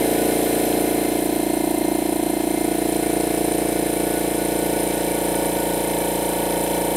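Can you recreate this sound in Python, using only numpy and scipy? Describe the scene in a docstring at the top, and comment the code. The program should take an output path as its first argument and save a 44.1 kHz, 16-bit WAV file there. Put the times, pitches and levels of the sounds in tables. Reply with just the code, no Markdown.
"""Two-piston air compressor

A small compressor runs steadily on a workshop floor while the listening position moves round it.
Crank orders passed through cavity resonances give one low chug a turn, with intake turbulence around it.
Noise bursts after valve slaps excite resonances: heads and fins ring, a reed whistles, air hisses.
Impulses ring a plate at both ends of the stroke, and steady sinusoids make the motor hum."""
import sys
import numpy as np
from scipy import signal
from scipy.fft import rfft, irfft
from scipy.io import wavfile

SR = 44100
rng = np.random.default_rng(int(sys.argv[2]) if len(sys.argv) > 2 else 0)


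def transcribe(signal):
    """Save signal, clipped to [-1, 1], as a 16-bit WAV file at the path in sys.argv[1]."""
    frames = np.atleast_2d(signal).T
    limited = np.clip(frames, -1, 1)
    pcm = np.round(limited * 32767).astype(np.int16)
    wavfile.write(sys.argv[1], SR, pcm)


def natural_amplitude(level_db):
    """Convert a level in decibels to a linear amplitude factor, elementwise."""
    exponent = np.asarray(level_db, float) / 20
    return 10 ** exponent


N = 306936

TURNS_PER_S, FIRST_TURN = 28.806, 0.054  # crank speed; crank phase in turns
TAPS = 4096  # length of a resonance response in samples
GRAINS = 1024  # noise points in the pattern repeated each turn
DRAWS = 400  # random values in a slow drift or a series of turns

# Widths of resonances are taken where the amplitude is half that of the peak.
# Places are 0 by the handle, 1 at the corner, 2 at the side, 3 low by the tank.

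# Path of the listener. Each row: time in seconds, place 0-3, extra distance in metres.
WALK = [(0.0, 0.04, 0.174), (0.5, 0.0, 0.062), (1.0, 0.38, 0.023), (1.5, 0.88, -0.003), (2.0, 1.09, -0.106),
        (2.5, 1.13, -0.142), (3.0, 1.85, -0.193), (3.6, 2.16, -0.159), (4.4, 2.43, -0.034),
        (5.4, 2.81, 0.012), (6.4, 3.0, 0.116), (6.96, 3.0, 0.13)]
# Air spaces and panels rung once a turn. Each row: moment in the turn 0-1, frequency in Hz, width in Hz,
# then peak level in dB by the handle, at the corner, at the side, by the tank, ahead of the low cut.
CAVITIES = [(0.655, 67.0, 32.0, -41.0, -43.0, -41.0, -40.0),
            (0.527, 181.0, 28.0, -42.0, -41.0, -41.0, -35.0),
            (0.743, 240.0, 14.0, -25.0, -25.0, -30.0, -35.0),
            (0.186, 321.0, 78.0, -25.0, -25.0, -25.0, -29.0),
            (0.246, 415.0, 48.0, -65.0, -55.0, -31.0, -32.0),
            (0.688, 454.0, 371.0, -40.0, -46.0, -54.0, -52.0),
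            (0.601, 464.0, 176.0, -30.0, -46.0, -65.0, -65.0),
            (0.996, 529.0, 205.0, -40.0, -50.0, -46.0, -41.0),
            (0.123, 548.0, 33.0, -51.0, -65.0, -33.0, -28.0),
            (0.486, 586.0, 70.0, -29.0, -38.0, -43.0, -47.0),
            (0.36, 609.0, 393.0, -33.0, -44.0, -31.0, -33.0),
            (0.346, 688.0, 207.0, -30.0, -34.0, -28.0, -33.0),
            (0.666, 705.0, 97.0, -36.0, -46.0, -37.0, -37.0),
            (0.103, 735.0, 49.0, -31.0, -36.0, -33.0, -40.0),
            (0.064, 812.0, 32.0, -33.0, -58.0, -37.0, -65.0),
            (0.816, 915.0, 36.0, -65.0, -50.0, -55.0, -32.0),
            (0.352, 924.0, 217.0, -47.0, -49.0, -47.0, -65.0),
            (0.222, 933.0, 12.0, -37.0, -26.0, -65.0, -65.0),
            (0.311, 961.0, 12.0, -40.0, -65.0, -36.0, -65.0),
            (0.259, 989.0, 73.0, -45.0, -48.0, -65.0, -49.0)]
# Spectrum of the intake turbulence. 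Each row: frequency in Hz, relative density in dB per Hz.
FLUTTER_SPECTRUM = [(30, -41), (120, -10.5), (200, -0.5), (320, -1.5), (500, 4.5), (800, 1.5), (1000, -2.5),
                    (1300, -32), (3000, -74)]
# Steady tones of the motor. Each row: frequency in Hz, rms level in dB ahead of the stereo balance.
HUM_TONES = [(120, -58), (177.5, -51), (240, -46.5), (360.5, -54)]
# Valve plate resonances. Each row: frequency in Hz, width in Hz, relative level in dB.
PLATE_MODES = [(3043, 91, 7), (3500, 240, -0.5)]
# Valve slaps in each turn. Each row: moment in the turn 0-1, then burst power in dB over the steady drive
# of the metalwork, of the whistle, of the hiss, ahead of any exposure factor and chance.
VALVES = [(0, 8.5, -10, -3), (0.245, -12, 13.5, -14), (.36, 4.5, 6, 2), (.49, 5, 13.5, -16),
          (.86, 7, -12, 2.5)]
# Heads, fins and pipes. Each row: frequency in Hz, width in Hz, relative level in dB from the corner,
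# relative level in dB from elsewhere.
RINGS = [(1123, 6.7, -15, 1.5), (1476, 16.3, -1, 6), (1746, 197, -4, -3.5), (2091, 51, 6, 0),
         (2294, 63, -6, 1), (2620, 44, -14, -27), (3270, 330, -10, -14), (4017, 120, -4.5, -6.5),
         (4236, 155, -4, -11), (5160, 240, -11.5, -9.5), (6070, 110, -6, -8.5)]
# Metal response between the rings. Each row: frequency in Hz, relative level in dB.
METAL_SPECTRUM = [(700, -76), (1100, -12), (2000, -9), (3800, -12), (4700, -16.5), (5600, -18.5),
                  (6600, -16.5), (7400, -23.5), (9000, -61)]
# Reed valve resonances. Each row: frequency in Hz, width in Hz, relative level in dB.
WHISTLE_MODES = [(7560, 76, -14), (7700, 370, -9.5), (8730, 52, -2.5), (9270, 780, -2.5), (9380, 110, -1.5),
                 (9830, 86, -1)]
# Spectrum of the rushing air. Each row: frequency in Hz, relative density in dB per Hz.
HISS_SPECTRUM = [(6000, -45), (7200, -19), (8300, -17.5), (9000, -17.5), (10200, -13.5), (12500, -11),
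                 (14500, -18.5), (15200, -18.5), (15900, -27.5)]
# Air resonances at valves and filters. Each row: frequency in Hz, width in Hz, relative level in dB.
PORTS = [(10720, 67, -2.5), (11500, 190, -8), (12100, 150, -11)]

# Layer levels ahead of the stereo balance. Each row: level in dB by the handle, corner, side, tank.
FLUTTER_BY_PLACE_DB = (-36, -38.5, -40, -36.5)
PLATE_BY_PLACE_DB = (-55, -59, -60, -45.5)
METAL_BY_PLACE_DB = (-33, -37.5, -35, -35)
WHISTLE_BY_PLACE_DB = (-31, -37, -33.5, -34)
HISS_BY_PLACE_DB = (-31.5, -36, -35, -33)
# Left over right for the low sound. Each row: difference in dB by the handle, corner, side, tank.
LEAN_BY_PLACE_DB = (.4, -.4, 0, .2)
# Left over right for the whole machine. Each row: frequency in Hz, difference in dB.
BALANCE_DB = [(50, 2.4), (110, 2.3), (180, .3), (300, -1.2), (700, -.6), (1100, 0), (9000, -.3), (12000, 0)]
# Room sound of opposite sign in the two channels. 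Each row: frequency in Hz, gain in dB.
SIDE_DB = [(60, -46), (200, -22), (500, -21), (900, -27), (1300, -26), (4500, -26), (6500, -21),
           (8000, -16), (10000, -17), (11300, -25), (12500, -45)]


def read(points, hz):
    """Pitch scale: a spectrum is interpolated on a logarithmic frequency axis."""
    f, value = np.transpose(points)
    return np.interp(np.log(hz + 1), np.log(f + 1), value)


def curve(points):
    """Trajectory: each column after the time is interpolated at every sample."""
    s, *columns = np.transpose(points)
    return [np.interp(np.arange(N) / SR, s, c) for c in columns]


def by_place(place, values):
    """Directivity: values given for the four places are blended linearly between them."""
    return np.interp(place, np.arange(len(values)), values)


def evened(x):
    """Normalisation: the signal is scaled to unit rms."""
    return x / np.sqrt(np.mean(x ** 2) + 1e-20)


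def drift(per_s):
    """Slow random modulation: per_s normal values each second are joined by straight lines."""
    return np.interp(np.arange(N) / SR * per_s, np.arange(DRAWS), rng.standard_normal(DRAWS))


def causal(gain):
    """Minimum phase: the phase is the negative Hilbert transform of the log gain."""
    log_gain = np.log(gain + 1e-5)
    both_sides = np.r_[log_gain, log_gain[-2:0:-1]]
    return log_gain - 1j * signal.hilbert(both_sides).imag[:len(gain)]


def colour(x, floor, peaks):
    """Resonance: an excitation is convolved with peaks standing on a broad spectrum."""
    hz = np.fft.rfftfreq(2 * TAPS, 1 / SR)
    power = natural_amplitude(read(floor, hz)) ** 2
    for f, width, db in peaks:
        power = power + natural_amplitude(db) ** 2 / (1 + (2 * (hz - f) / width) ** 2) ** 2
    response = irfft(np.exp(causal(np.sqrt(power))))[:TAPS]
    return signal.oaconvolve(x, response)[:N]


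def drive(turns, column, decay_turn, repeat, uneven_db, seen=1):
    """Impact excitation: noise, partly the same each turn, gains a decaying burst at each valve slap."""
    pattern = rng.standard_normal(GRAINS)
    same = evened(np.interp(turns % 1 * GRAINS, np.arange(GRAINS), pattern))
    power = np.ones(N)
    for row in VALVES:
        since = turns - row[0]
        size_db = row[column] + uneven_db * rng.standard_normal(DRAWS)[since.astype(int)]
        power += seen * natural_amplitude(size_db) ** 2 * np.exp(-(since % 1) / decay_turn)
    share = np.clip(repeat, 0, 1)
    fresh = rng.standard_normal(N)
    return np.sqrt(power) * (share * same + np.sqrt(1 - share ** 2) * fresh)


def chug(turns, place, waver_db):
    """Fourier series: cavities rung once a turn add up to a steady sum of crank orders."""
    order = np.arange(1, 41)
    order_hz = order * TURNS_PER_S
    tones = 0
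    for moment, hz, width, *db in CAVITIES:
        delay = np.exp(-2j * np.pi * order * moment)
        resonance = 1 / (1 + 2j * (order_hz - hz) / width) ** 2
        tones = tones + np.outer(delay * resonance, natural_amplitude(np.array(db)))
    low_cut_hz = 36  # low cut of the microphone, which thins the slowest order
    tones = tones / (1 + (low_cut_hz / order_hz) ** 6)[:, None]
    out = 0
    for k, tone in zip(order, tones):
        out = out + (by_place(place, tone) * np.exp(2j * np.pi * k * (turns % 1))).real
    return np.sqrt(2) * out * natural_amplitude(waver_db * drift(25))


def flutter(turns, place, swing):
    """Turbulence: intake noise is modulated by the crank, strongest at 0.4 of the turn."""
    gate = 1 + swing * np.cos(2 * np.pi * (turns - 0.4))
    noise = colour(gate * rng.standard_normal(N), FLUTTER_SPECTRUM, [])
    level_db = by_place(place, FLUTTER_BY_PLACE_DB) + 2.0 * drift(6.8)
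    return natural_amplitude(level_db) * evened(noise)


def hum():
    """Pure tones: the motor gives steady sinusoids that do not follow the crank."""
    t = np.arange(N) / SR
    return sum(np.sqrt(2) * natural_amplitude(db) * np.sin(2 * np.pi * (hz * t + rng.random())) for hz, db in HUM_TONES)


def plate(turns, place):
    """Impulse response: a valve plate rings at both ends of the stroke, the first knock stronger."""
    knocks = np.diff(np.floor(turns), prepend=1)
    knocks += 0.12 * np.diff(np.floor(turns + 0.5), prepend=1)
    knocks *= natural_amplitude(1.0 * rng.standard_normal(N))  # 1 dB of chance from knock to knock
    ringing = colour(knocks, [(20, -70), (20000, -78)], PLATE_MODES)
    return natural_amplitude(by_place(place, PLATE_BY_PLACE_DB)) * evened(ringing)


def metalwork(turns, place):
    """Forced vibration: pistons and valves shake the heads, and other parts face the moving listener."""
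    shake = drive(turns, column=1, decay_turn=0.044, repeat=0.56, uneven_db=1.8, seen=0.45)
    shake *= 1 + 0.18 * np.cos(2 * np.pi * (turns - 0.4))  # the load swings over each turn
    corner = colour(shake, METAL_SPECTRUM, [(hz, width, db) for hz, width, db, _ in RINGS])
    elsewhere = colour(shake, METAL_SPECTRUM, [(hz, width, db) for hz, width, _, db in RINGS])
    at_corner = np.clip(1 - 0.73 * abs(place - 1), 0, 1)
    ringing = evened(at_corner * corner + (1 - at_corner) * elsewhere)
    return natural_amplitude(by_place(place, METAL_BY_PLACE_DB)) * ringing


def whistle(turns, place):
    """Reed resonance: a valve sings from 7 to 10 kHz, its slaps mostly hidden from the handle end."""
    seen = np.clip(1.9 * place - 0.6, 0.1, 1)
    shake = drive(turns, column=2, decay_turn=0.022, repeat=0.15, uneven_db=2.0, seen=seen)
    singing = colour(shake, [(20, -70), (20000, -70)], WHISTLE_MODES)
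    return natural_amplitude(by_place(place, WHISTLE_BY_PLACE_DB)) * evened(singing)


def hiss(turns, place):
    """Flow noise: air is drawn through the filters and thrown by the fans, with bursts at the valves."""
    rush = drive(turns, column=3, decay_turn=0.054, repeat=0.12, uneven_db=2.5)
    return natural_amplitude(by_place(place, HISS_BY_PLACE_DB)) * evened(colour(rush, HISS_SPECTRUM, PORTS))


def room_sound(x):
    """Reverberation: a decaying noise response gives the faint part unlike in the two channels."""
    length, decay = 1500, 400  # samples
    tail = rng.standard_normal(length) * np.exp(-np.arange(length) / decay)
    tail = evened(tail) / np.sqrt(length)  # unit energy
    gain = natural_amplitude(read(SIDE_DB, np.fft.rfftfreq(N, 1 / SR)))
    return irfft(rfft(signal.oaconvolve(x, tail)[:N]) * gain, N)


def scene():
    """Superposition: one machine at two close microphones, with a balance by frequency and faint room."""
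    place, path_m = curve(WALK)
    turns = 1 + FIRST_TURN + TURNS_PER_S * (np.arange(N) / SR - path_m / 343)  # delay at 343 m/s
    low = chug(turns, place, waver_db=0.49) + flutter(turns, place, swing=0.067)
    rest = hum() + plate(turns, place) + metalwork(turns, place)
    rest += whistle(turns, place) + hiss(turns, place)
    unlike = room_sound(low + rest)
    lean_db = by_place(place, LEAN_BY_PLACE_DB)
    balance_db = read(BALANCE_DB, np.fft.rfftfreq(N, 1 / SR))
    channels = []
    for way in (1, -1):  # left, right
        direct = rest + low * natural_amplitude(way * lean_db / 2)
        balanced = irfft(rfft(direct) * natural_amplitude(way * balance_db / 2), N)
        channels.append(balanced + way * unlike)
    return np.array(channels)


def roll_off(x):
    """The treble ends steeply here."""
    return signal.sosfilt(signal.butter(12, 16980, fs=SR, output="sos"), x)


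def record(dry):
    """Band limiting: a linear-phase low-pass filter removes the top of the spectrum."""
    edge_hz = 15780
    edge = signal.firwin(511, edge_hz, window=("kaiser", 9), fs=SR)
    mix = signal.oaconvolve(dry, edge[None], "same")
    return roll_off(mix)


dry = scene()
out = record(dry)
transcribe(out)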